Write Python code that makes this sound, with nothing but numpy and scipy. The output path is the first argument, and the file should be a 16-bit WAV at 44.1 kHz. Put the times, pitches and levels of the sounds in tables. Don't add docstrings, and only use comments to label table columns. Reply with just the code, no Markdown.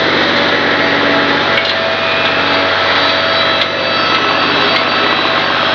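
import sys
import numpy as np
from scipy import signal
from scipy.fft import rfft, irfft, next_fast_len
from scipy.io import wavfile

SR = 44100
rng = np.random.default_rng(int(sys.argv[2]) if len(sys.argv) > 2 else 0)


def to_wav(sig):
    pcm = np.clip(np.atleast_2d(sig), -1, 1) * 32767
    pcm = np.round(pcm).astype(np.int16)
    wavfile.write(sys.argv[1], SR, pcm.T)


N = 253134
TIME = np.arange(N) / SR


# time in seconds, level in dB.
HARMONIC_1 = [(0, -18), (.05, -25), (.2, -34), (.5, -26), (.62, -32), (.85, -22.5), (1.02, -34.5),
              (1.11, -17), (1.2, -20), (1.36, -31), (1.6, -21.5), (1.9, -18), (2.3, -25), (2.9, -22.5),
              (2.97, -39), (3.04, -21), (3.32, -19.5), (3.5, -23), (3.7, -24.5), (3.9, -23), (4.2, -35),
              (4.36, -21.5), (4.55, -37.5), (4.75, -18.5), (5.1, -29), (5.32, -19.5), (5.55, -32),
              (5.74, -19.5)]
HARMONIC_2 = [(0, -31), (1, -28.5), (1.2, -26.5), (2.4, -29.5), (2.95, -25), (3.55, -22), (3.8, -35),
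              (3.97, -18), (4.28, -20), (4.45, -24), (4.85, -23.5), (4.95, -20), (5.3, -26), (5.49, -28),
              (5.62, -18), (5.74, -35)]
HARMONIC_4 = [(0, -35.5), (1.8, -34.5), (2.28, -24), (2.55, -28), (2.8, -43.5), (3.45, -32.5), (3.55, -27),
              (3.7, -31), (3.85, -25), (4.12, -24.5), (4.6, -28), (4.88, -31), (5.1, -25), (5.74, -43)]
HARMONIC_5 = [(0, -46), (2.4, -31.5), (3, -29.5), (3.55, -22.5), (3.8, -40), (3.94, -24.5), (4.35, -29),
              (4.7, -23), (4.84, -43), (4.92, -26), (5.42, -27.5), (5.52, -28.5), (5.74, -23.5)]
HARMONIC_6 = [(0, -33), (2.7, -36.5), (3.1, -21), (3.24, -35), (3.39, -20), (3.55, -22), (3.78, -29),
              (3.95, -22.5), (4.01, -38), (4.1, -27), (4.5, -32), (4.59, -21), (4.85, -30), (5.1, -21.5),
              (5.25, -19), (5.32, -25), (5.54, -36), (5.68, -24.5), (5.74, -26)]
HARMONIC_7 = [(0, -57), (.42, -43), (.6, -60), (.76, -44), (.84, -32), (.96, -38), (1.12, -50), (1.9, -34),
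              (2.35, -43.5), (2.55, -30), (2.75, -37.5), (3.12, -26.5), (3.22, -31), (3.34, -27),
              (3.46, -35), (3.72, -42), (3.86, -26.5), (3.97, -22), (4.19, -29.5), (4.215, -48),
              (4.255, -40), (4.28, -28), (4.42, -27), (4.52, -26), (4.55, -40), (4.6, -35), (4.63, -28),
              (4.8, -23), (4.85, -39), (4.87, -46), (4.89, -23), (4.95, -24), (4.99, -30), (5.06, -32),
              (5.38, -41), (5.45, -25.5), (5.55, -39), (5.74, -44)]
HARMONIC_8 = [(0, -53), (2.6, -48), (3.25, -47.5), (3.38, -38), (3.48, -51), (3.85, -52), (4, -33),
              (4.22, -53), (4.4, -41.5), (4.66, -38.5), (4.9, -46), (5.2, -42), (5.4, -47.5), (5.55, -39.5),
              (5.74, -38)]
HARMONIC_9 = [(0, -52), (3.3, -58), (3.7, -49), (3.9, -51.5), (4.18, -42), (4.45, -55.5), (5.74, -58)]

def whine(teeth, in_open, fading_db, fading_hz, flutter_db):
    def overtone(multiple, db):
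        return from_db(db) * tone(multiple * teeth + 0.018 * drift(45))
    fundamental = from_db(in_time(HARMONIC_1)[0] + 0.5 * drift(15)) * tone(teeth)
    envelopes = {2: HARMONIC_2, 4: HARMONIC_4, 5: HARMONIC_5, 6: HARMONIC_6,
                 7: HARMONIC_7, 8: HARMONIC_8, 9: HARMONIC_9}
    upper = sum(overtone(k, in_time(rows)[0] + flutter_db * drift(45)) for k, rows in envelopes.items())
    third_db = shaded_db(in_open, behind_db=-35, open_db=-32) + fading_db * drift(fading_hz)
    return fundamental + upper + overtone(3, third_db)


# time in seconds, level in dB.
HISS_LEVEL = [(0, -16.5), (.45, -16), (.75, -20), (1.3, -16.5), (2.75, -18.5), (3.02, -14), (3.25, -18),
              (3.5, -19.5), (3.75, -19.5), (4.65, -16), (5.74, -17)]
# frequency in Hz, relative level in dB.
HISS_SPECTRUM = [(800, 6.5), (2000, 1.5), (2700, -3.5), (3200, 4.5), (3800, 5), (4200, 0), (4600, -7.5),
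                 (5000, -11), (5700, -18.5), (6300, -25), (7000, -39.5)]

def cutting(teeth, bite):
    tearing = rng.standard_normal(N) * (1 + bite * tone(teeth))
    grain = from_db(0.8 * drift(50))
    return from_db(in_time(HISS_LEVEL)[0]) * colour(tearing * grain, HISS_SPECTRUM)


# time in seconds, centre frequency in Hz, level in dB.
RASP_RESONANCE = [(0, 1900, -36), (.45, 1950, -26), (.62, 1800, -25.5), (.88, 1940, -23.5),
                  (1.1, 1800, -26), (1.5, 1760, -24), (1.75, 1760, -30.5), (3, 1700, -31.5), (4, 1700, -44),
                  (5.74, 1700, -40)]

def rasp(teeth, bite, spread_hz):
    hz, level_db = in_time(RASP_RESONANCE)
    phase = 2 * np.pi * np.cumsum(hz) / SR
    band = drift(spread_hz) * np.cos(phase) + drift(spread_hz) * np.sin(phase)
    return from_db(level_db) * rms_one(band * (1 + bite * tone(teeth)))


# time of the peak in seconds, peak level in dB.
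BLADE_SWELLS = [(.84, -21.5), (2.17, -21)]

def blade_song(modes_hz, rise_db_per_s, fall_db_per_s):
    out = 0
    for (peak_s, peak_db), hz in zip(BLADE_SWELLS, modes_hz):
        below_db = np.maximum(rise_db_per_s * (peak_s - TIME), fall_db_per_s * (TIME - peak_s))
        swell = from_db(peak_db - below_db + 0.48 * drift(15))
        out = out + swell * tone(hz * TIME + 0.019 * drift(7.5))
    return out


# start in seconds, ring level in dB, crack level in dB,
# ring frequency in Hz, tilt of the crack in dB per octave.
LANDINGS = [(.361, -21, -19, 2070, 9), (.862, -18.5, -21, 2090, -1), (1.573, -3.5, -7.5, 2230, -9),
            (1.649, -12, -9, 2870, 6), (1.679, -10.5, -18, 4150, 0), (1.693, -13, -8, 2780, 0),
            (2.116, -32, -15, 2470, -1), (2.251, -16, -11.5, 2680, -3), (2.531, -39, -14.5, 2480, 2),
            (2.953, -29, -12.5, 2300, -7), (3.092, -14, -10, 2560, 0), (3.613, -12.5, -6.5, 2124, 0),
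            (4.144, -12.5, -9, 2090, -5), (4.617, -22, -19, 2270, 6), (4.760, -7.5, -9, 2165, 2),
            (4.786, -12, -22, 2240, -1), (5.388, -13.5, -17, 2110, 6)]
# multiple of the ring frequency, relative level in dB.
WOOD_MODES = [(0.995, -4), (1.261, -13.5), (1.39, -12.5)]
# frequency in Hz, relative level in dB.
CRACK_SPECTRUM = [(900, -19.5), (1900, -3), (2700, -5), (3400, 3.5), (4000, 2), (4600, -9), (5500, -23),
                  (7000, -34.5)]

def planks(smear_hz, ring_t60_s, crack_t60_s, attack_s, top_mode_hz):
    noise, out = rng.standard_normal(N), np.zeros(N)
    smear = [0.16 * drift(smear_hz) for _ in WOOD_MODES]
    for start_s, ring_db, crack_db, hz, tilt_db in LANDINGS:
        first = int(start_s * SR)
        span = slice(first, first + SR // 2)
        age = TIME[span] - TIME[first]
        modes = sum(from_db(db) * tone(hz * ratio * age + jitter[span])
                    for (ratio, db), jitter in zip(WOOD_MODES, smear) if hz * ratio < top_mode_hz)
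        ring = modes * from_db(ring_db - 60 * age / ring_t60_s)
        tilted = [(band, db + tilt_db * np.log2(band)) for band, db in CRACK_SPECTRUM]
        crack = colour(noise[span], tilted) * from_db(crack_db - 60 * age / crack_t60_s)
        out[span] += (1 - np.exp(-age / attack_s)) * (ring + crack)
    return out


CYLINDER_STRENGTHS = [0.5, -10, 4.5, -7, 6, -4]

def firings(cycles, scatter_db):
    number = np.floor(cycles * len(CYLINDER_STRENGTHS)).astype(int)
    onsets = np.flatnonzero(np.diff(number)) + 1
    strength_db = np.take(CYLINDER_STRENGTHS, number[onsets], mode="wrap")
    pulses = np.zeros(N)
    pulses[onsets] = from_db(strength_db + scatter_db * rng.standard_normal(len(onsets)))
    return pulses


# time in seconds, gain in dB.
EXHAUST_GAIN = [(0, -19), (.75, -20), (1.35, -18.5), (1.6, -22.5), (2.5, -22.5), (2.8, -27), (3.5, -23),
                (4.6, -21), (5.45, -22), (5.74, -23.5)]
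# frequency in Hz, relative level in dB.
EXHAUST_SPECTRUM = [(60, -47), (130, -17), (200, -1), (320, 9), (460, -1.5), (570, -6.5), (700, -27.5),
                    (1000, -5), (2000, -24)]
# order (multiple of the cycle rate, rounded when played),
# relative level behind the building in dB, relative level in the open in dB.
EXHAUST_ORDERS = [(9, -13, -11), (10, -16.5, -14.5), (11, -13.5, -14), (12, -22.5, -24), (13, -21, -22.5),
                  (14, -16.5, -10.5), (15, -8.5, -9), (16, -19.5, -7.5), (23, -5.5, -20.5), (25, -14.5, -8),
                  (26, -6, -14.5), (30, -10, -8.5), (47, -44, 2.5), (90.1, -17, -11.5), (94.2, -14, -11)]

def exhaust(cycles, in_open, waver_db):
    pulses = firings(cycles, scatter_db=1.5)
    chug = from_db(-8) * colour(pulses, EXHAUST_SPECTRUM)
    echoes = from_db(-20) * colour(shed(pulses, t60_s=0.068, direct_db=-4.5), EXHAUST_SPECTRUM)
    tones = 0
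    for order, behind_db, open_db in EXHAUST_ORDERS:
        level_db = shaded_db(in_open, behind_db, open_db) + waver_db * drift(5.3)
        tones = tones + from_db(level_db) * tone(round(order) * cycles)
    return from_db(in_time(EXHAUST_GAIN)[0]) * (chug + echoes + from_db(-3.5) * tones)


# time in seconds, level in dB.
LOW_BOOM = [(0, -42), (.18, -26), (.3, -31), (.42, -27), (.78, -25), (1.15, -19), (1.36, -20.5), (1.6, -55),
            (2.2, -34.5), (2.48, -25), (2.62, -24), (2.78, -44), (3.03, -24), (3.35, -38.5), (4.15, -34),
            (4.53, -22.5), (4.85, -42), (5.2, -32), (5.4, -44), (5.74, -43)]
# time in seconds, then the levels of orders 33, 36 and 54 in dB.
UPPER_BOOMS = [(0, -25, -27.5, -47), (.4, -31, -21.5, -31), (.8, -31, -32, -28.5), (1.45, -35, -22, -26),
               (2.1, -46, -30, -37), (2.55, -36.5, -28, -26.5), (3.1, -31, -25.5, -41),
               (3.75, -26, -27, -49), (3.88, -20, -24.5, -46), (4.1, -40, -44, -37),
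               (5.74, -41.5, -30.5, -36)]

def booms(cycles):
    out = from_db(in_time(LOW_BOOM)[0]) * tone(18 * cycles)
    for order, db in zip((33, 36, 54), in_time(UPPER_BOOMS)):
        out += from_db(db + 0.55 * drift(4.3)) * tone(order * cycles)
    return out


# multiple of the cycle rate, level in dB.
HUM_ORDERS = [(3, -54), (5, -51), (6, -34.5), (7, -47.5), (8, -45.5)]

def deep_hum(cycles):
    return sum(from_db(db + 0.64 * drift(0.93)) * tone(order * cycles) for order, db in HUM_ORDERS)


# time in seconds, gain in dB.
CLATTER_GAIN = [(0, -1), (.9, -1.5), (1.5, -1), (2.1, -3), (2.9, -1), (3.3, -2.5), (3.8, -4), (4.3, -0.5),
                (5.1, 0.5), (5.74, 0)]
# frequency in Hz, relative level in dB.
SHADED_SPECTRUM = [(150, -39.5), (400, -3), (560, 4), (740, -3), (900, -10), (1100, -10.5), (1400, -0.5),
                   (1550, -0.5), (1750, 3.5), (2000, 2), (2300, -3), (2800, -18), (4500, -14.5)]
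OPEN_SPECTRUM = [(150, -8), (400, -13), (600, 6.5), (800, -1), (930, -3.5), (1080, 4), (1300, 4), (1550, 2),
                 (1750, -1.5), (2000, -8), (2300, -3), (2800, 2), (4500, -48)]

def clatter(cycles, in_open, level_db, rattle_s):
    pulses = firings(cycles, scatter_db=0.4)
    rattle = smooth(pulses, rattle_s) * rng.standard_normal(N)
    knocks = rms_one(pulses) + from_db(21) * rms_one(rattle)
    echoing = shed(knocks, t60_s=0.56, direct_db=-7)
    behind = np.sqrt(1 - in_open) * colour(echoing, SHADED_SPECTRUM)
    in_view = np.sqrt(in_open) * colour(echoing, OPEN_SPECTRUM)
    return from_db(level_db + in_time(CLATTER_GAIN)[0]) * (behind + in_view)


# time in seconds, level in dB.
SILENCER_LEVEL = [(0, -19.5), (.7, -29), (1.4, -29), (1.7, -38), (2.9, -38.5), (3.7, -31), (4.2, -28),
                  (5.1, -26.5), (5.74, -29.5)]

def thump(cycles, in_open, scatter_db):
    pulses = np.diff(np.floor(cycles), prepend=0) * from_db(scatter_db * drift(25))
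    silencer = from_db(in_time(SILENCER_LEVEL)[0]) * resonate(pulses, hz=315, stage_t60_s=0.034)
    block_db = shaded_db(in_open, behind_db=-35, open_db=-22.5)
    block = from_db(block_db) * resonate(pulses, hz=1056, stage_t60_s=0.008)
    return silencer + block


# time in seconds, level in dB.
MOTOR_HUM_LEVEL = [(0, -55), (3.9, -47.5), (4.3, -22), (4.42, -31.5), (4.68, -21), (4.88, -43),
                   (5.05, -20.5), (5.25, -39), (5.42, -25), (5.74, -47)]

def motor(hz, waver_db):
    return from_db(in_time(MOTOR_HUM_LEVEL)[0] + waver_db * drift(11)) * tone(hz * TIME)


# frequency in Hz, relative level in dB.
YARD_SPECTRUM = [(12, -25), (25, -19.5), (50, -20.5), (80, -21.5), (130, -4), (250, 1), (600, 2.5),
                 (1500, -0.5), (6000, -52)]

def yard(level_db):
    return from_db(level_db) * colour(rng.standard_normal(N), YARD_SPECTRUM)


def shed(x, t60_s, direct_db, positions=4):
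    delay, out = TIME[:SR // 3], 0
    walk = np.linspace(0, positions - 1, N)
    for position in range(positions):
        response = rng.standard_normal(len(delay)) * from_db(-60 * delay / t60_s)
        response /= np.linalg.norm(response)
        response[0] += from_db(direct_db)
        crossfade = np.cos(np.pi / 2 * np.clip(walk - position, -1, 1))
        out = out + crossfade * irfft(rfft(x) * rfft(response, N), N)
    return rms_one(out)


def shaded_db(in_open, behind_db, open_db):
    return behind_db + (open_db - behind_db) * in_open


def resonate(pulses, hz, stage_t60_s):
    radius, angle = from_db(-60 / (stage_t60_s * SR)), 2 * np.pi * hz / SR
    poles = [1, -2 * radius * np.cos(angle), radius ** 2]
    once = signal.lfilter([1, 0, -1], poles, pulses + 1e-18)
    return rms_one(signal.lfilter([1, 0, -1], poles, once + 1e-18))


def colour(x, points):
    hz, db = np.transpose(points)
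    bins = np.arange(len(x) // 2 + 1) * SR / len(x) + 1e-3
    octaves_beyond = np.abs(np.log2(bins / np.clip(bins, hz[0], hz[-1])))
    gain = from_db(np.interp(np.log(bins), np.log(hz), db) - 53 * octaves_beyond)
    return rms_one(irfft(rfft(x) * gain, len(x)))


def drift(rate_hz):
    size = next_fast_len(N // 20 + 2, True)
    hz = np.arange(size // 2 + 1) * SR / 20 / size
    slow = irfft(rfft(rng.standard_normal(size)) / (1 + (hz / rate_hz) ** 2) ** 2, size)
    return np.interp(np.arange(N) / 20, np.arange(size), rms_one(slow))


def tone(turns):
    return np.sqrt(2) * np.sin(2 * np.pi * (turns + rng.random()))


def smooth(x, seconds):
    keep = np.exp(-1 / (seconds * SR))
    return signal.lfilter([1 - keep], [1, -keep], x)


def in_time(rows):
    seconds, *columns = np.transpose(rows)
    return [np.interp(TIME, seconds, column) for column in columns]


def from_db(db):
    return 10 ** (np.asarray(db) / 20)


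def rms_one(x):
    return x / np.sqrt(np.mean(x ** 2) + 1e-20)


# time in seconds, teeth per second.
TOOTH_RATE = [(0, 656.4), (.75, 656.1), (1.45, 657.4), (2.4, 656.2), (3, 654.8), (4.1, 655.2), (4.8, 654.8),
              (5.74, 653.1)]
# time in seconds, firings per second.
FIRING_RATE = [(0, 95.7), (.75, 94.6), (1.1, 94.7), (1.5, 93.5), (1.9, 94.0), (2.5, 93.8), (3, 94.8),
               (3.45, 94.9), (3.85, 96.0), (4.3, 95.5), (5.74, 95.5)]
# time in seconds, share from 0 (behind the building) to 1 (in the open).
SHED_VIEW = [(0, 0.01), (1.5, 0.16), (2.2, 0.39), (3.5, 0.32), (3.9, 0.35), (4.25, 0.87), (5.74, 0.91)]

def scene():
    in_open = in_time(SHED_VIEW)[0]
    firing_hz = in_time(FIRING_RATE)[0] * (1 + 0.001 * drift(8))
    tooth_hz = in_time(TOOTH_RATE)[0] * (1 + 0.0004 * drift(8))
    cycles = np.cumsum(firing_hz) / SR / len(CYLINDER_STRENGTHS)
    teeth = np.cumsum(tooth_hz) / SR
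    engine = exhaust(cycles, in_open, waver_db=2) + booms(cycles) + deep_hum(cycles)
    engine += clatter(cycles, in_open, level_db=-16.5, rattle_s=0.0082)
    saw = cutting(teeth, bite=0.076)
    saw += whine(teeth, in_open, fading_db=6, fading_hz=15, flutter_db=2)
    saw += rasp(teeth, bite=0.31, spread_hz=480)
    saw += blade_song(modes_hz=(1911, 2451), rise_db_per_s=27, fall_db_per_s=39)
    saw += motor(hz=411, waver_db=2.5)
    wood = planks(smear_hz=70, ring_t60_s=0.24, crack_t60_s=0.12, attack_s=0.00077, top_mode_hz=4700)
    background = yard(level_db=-28.5)
    engine += thump(cycles, in_open, scatter_db=2.5)
    return (saw + wood + engine + background)[None]


def gain_control(x, threshold_db, window_s, attack_s, release_db_per_s):
    level_db = 10 * np.log10(smooth(x ** 2, window_s) + 1e-12)
    excess_db = np.maximum(level_db - threshold_db, 0)
    release_db = release_db_per_s * TIME
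    held_db = np.maximum.accumulate(excess_db + release_db, axis=-1) - release_db
    return x * from_db(-smooth(held_db, attack_s))


def record(dry):
    overload, distortion_top_hz, band_top_hz, tick_top_hz = 0.92, 5000, 7000, 15800
    held = gain_control(dry, threshold_db=-10, window_s=0.0078, attack_s=0.0033, release_db_per_s=5)
    distortion = held / (1 + (held / overload) ** 8) ** (1 / 8) - held
    distortion_filter = signal.butter(4, distortion_top_hz, fs=SR, output="sos")
    rounded = held + signal.sosfiltfilt(distortion_filter, distortion)
    dull = signal.sosfilt(signal.ellip(10, 0.3, 80, band_top_hz, fs=SR, output="sos"), rounded)
    clipped = np.clip(dull, -1, 1)
    return signal.sosfilt(signal.ellip(10, 0.1, 80, tick_top_hz, fs=SR, output="sos"), clipped)


dry = scene()
out = record(dry)
to_wav(out)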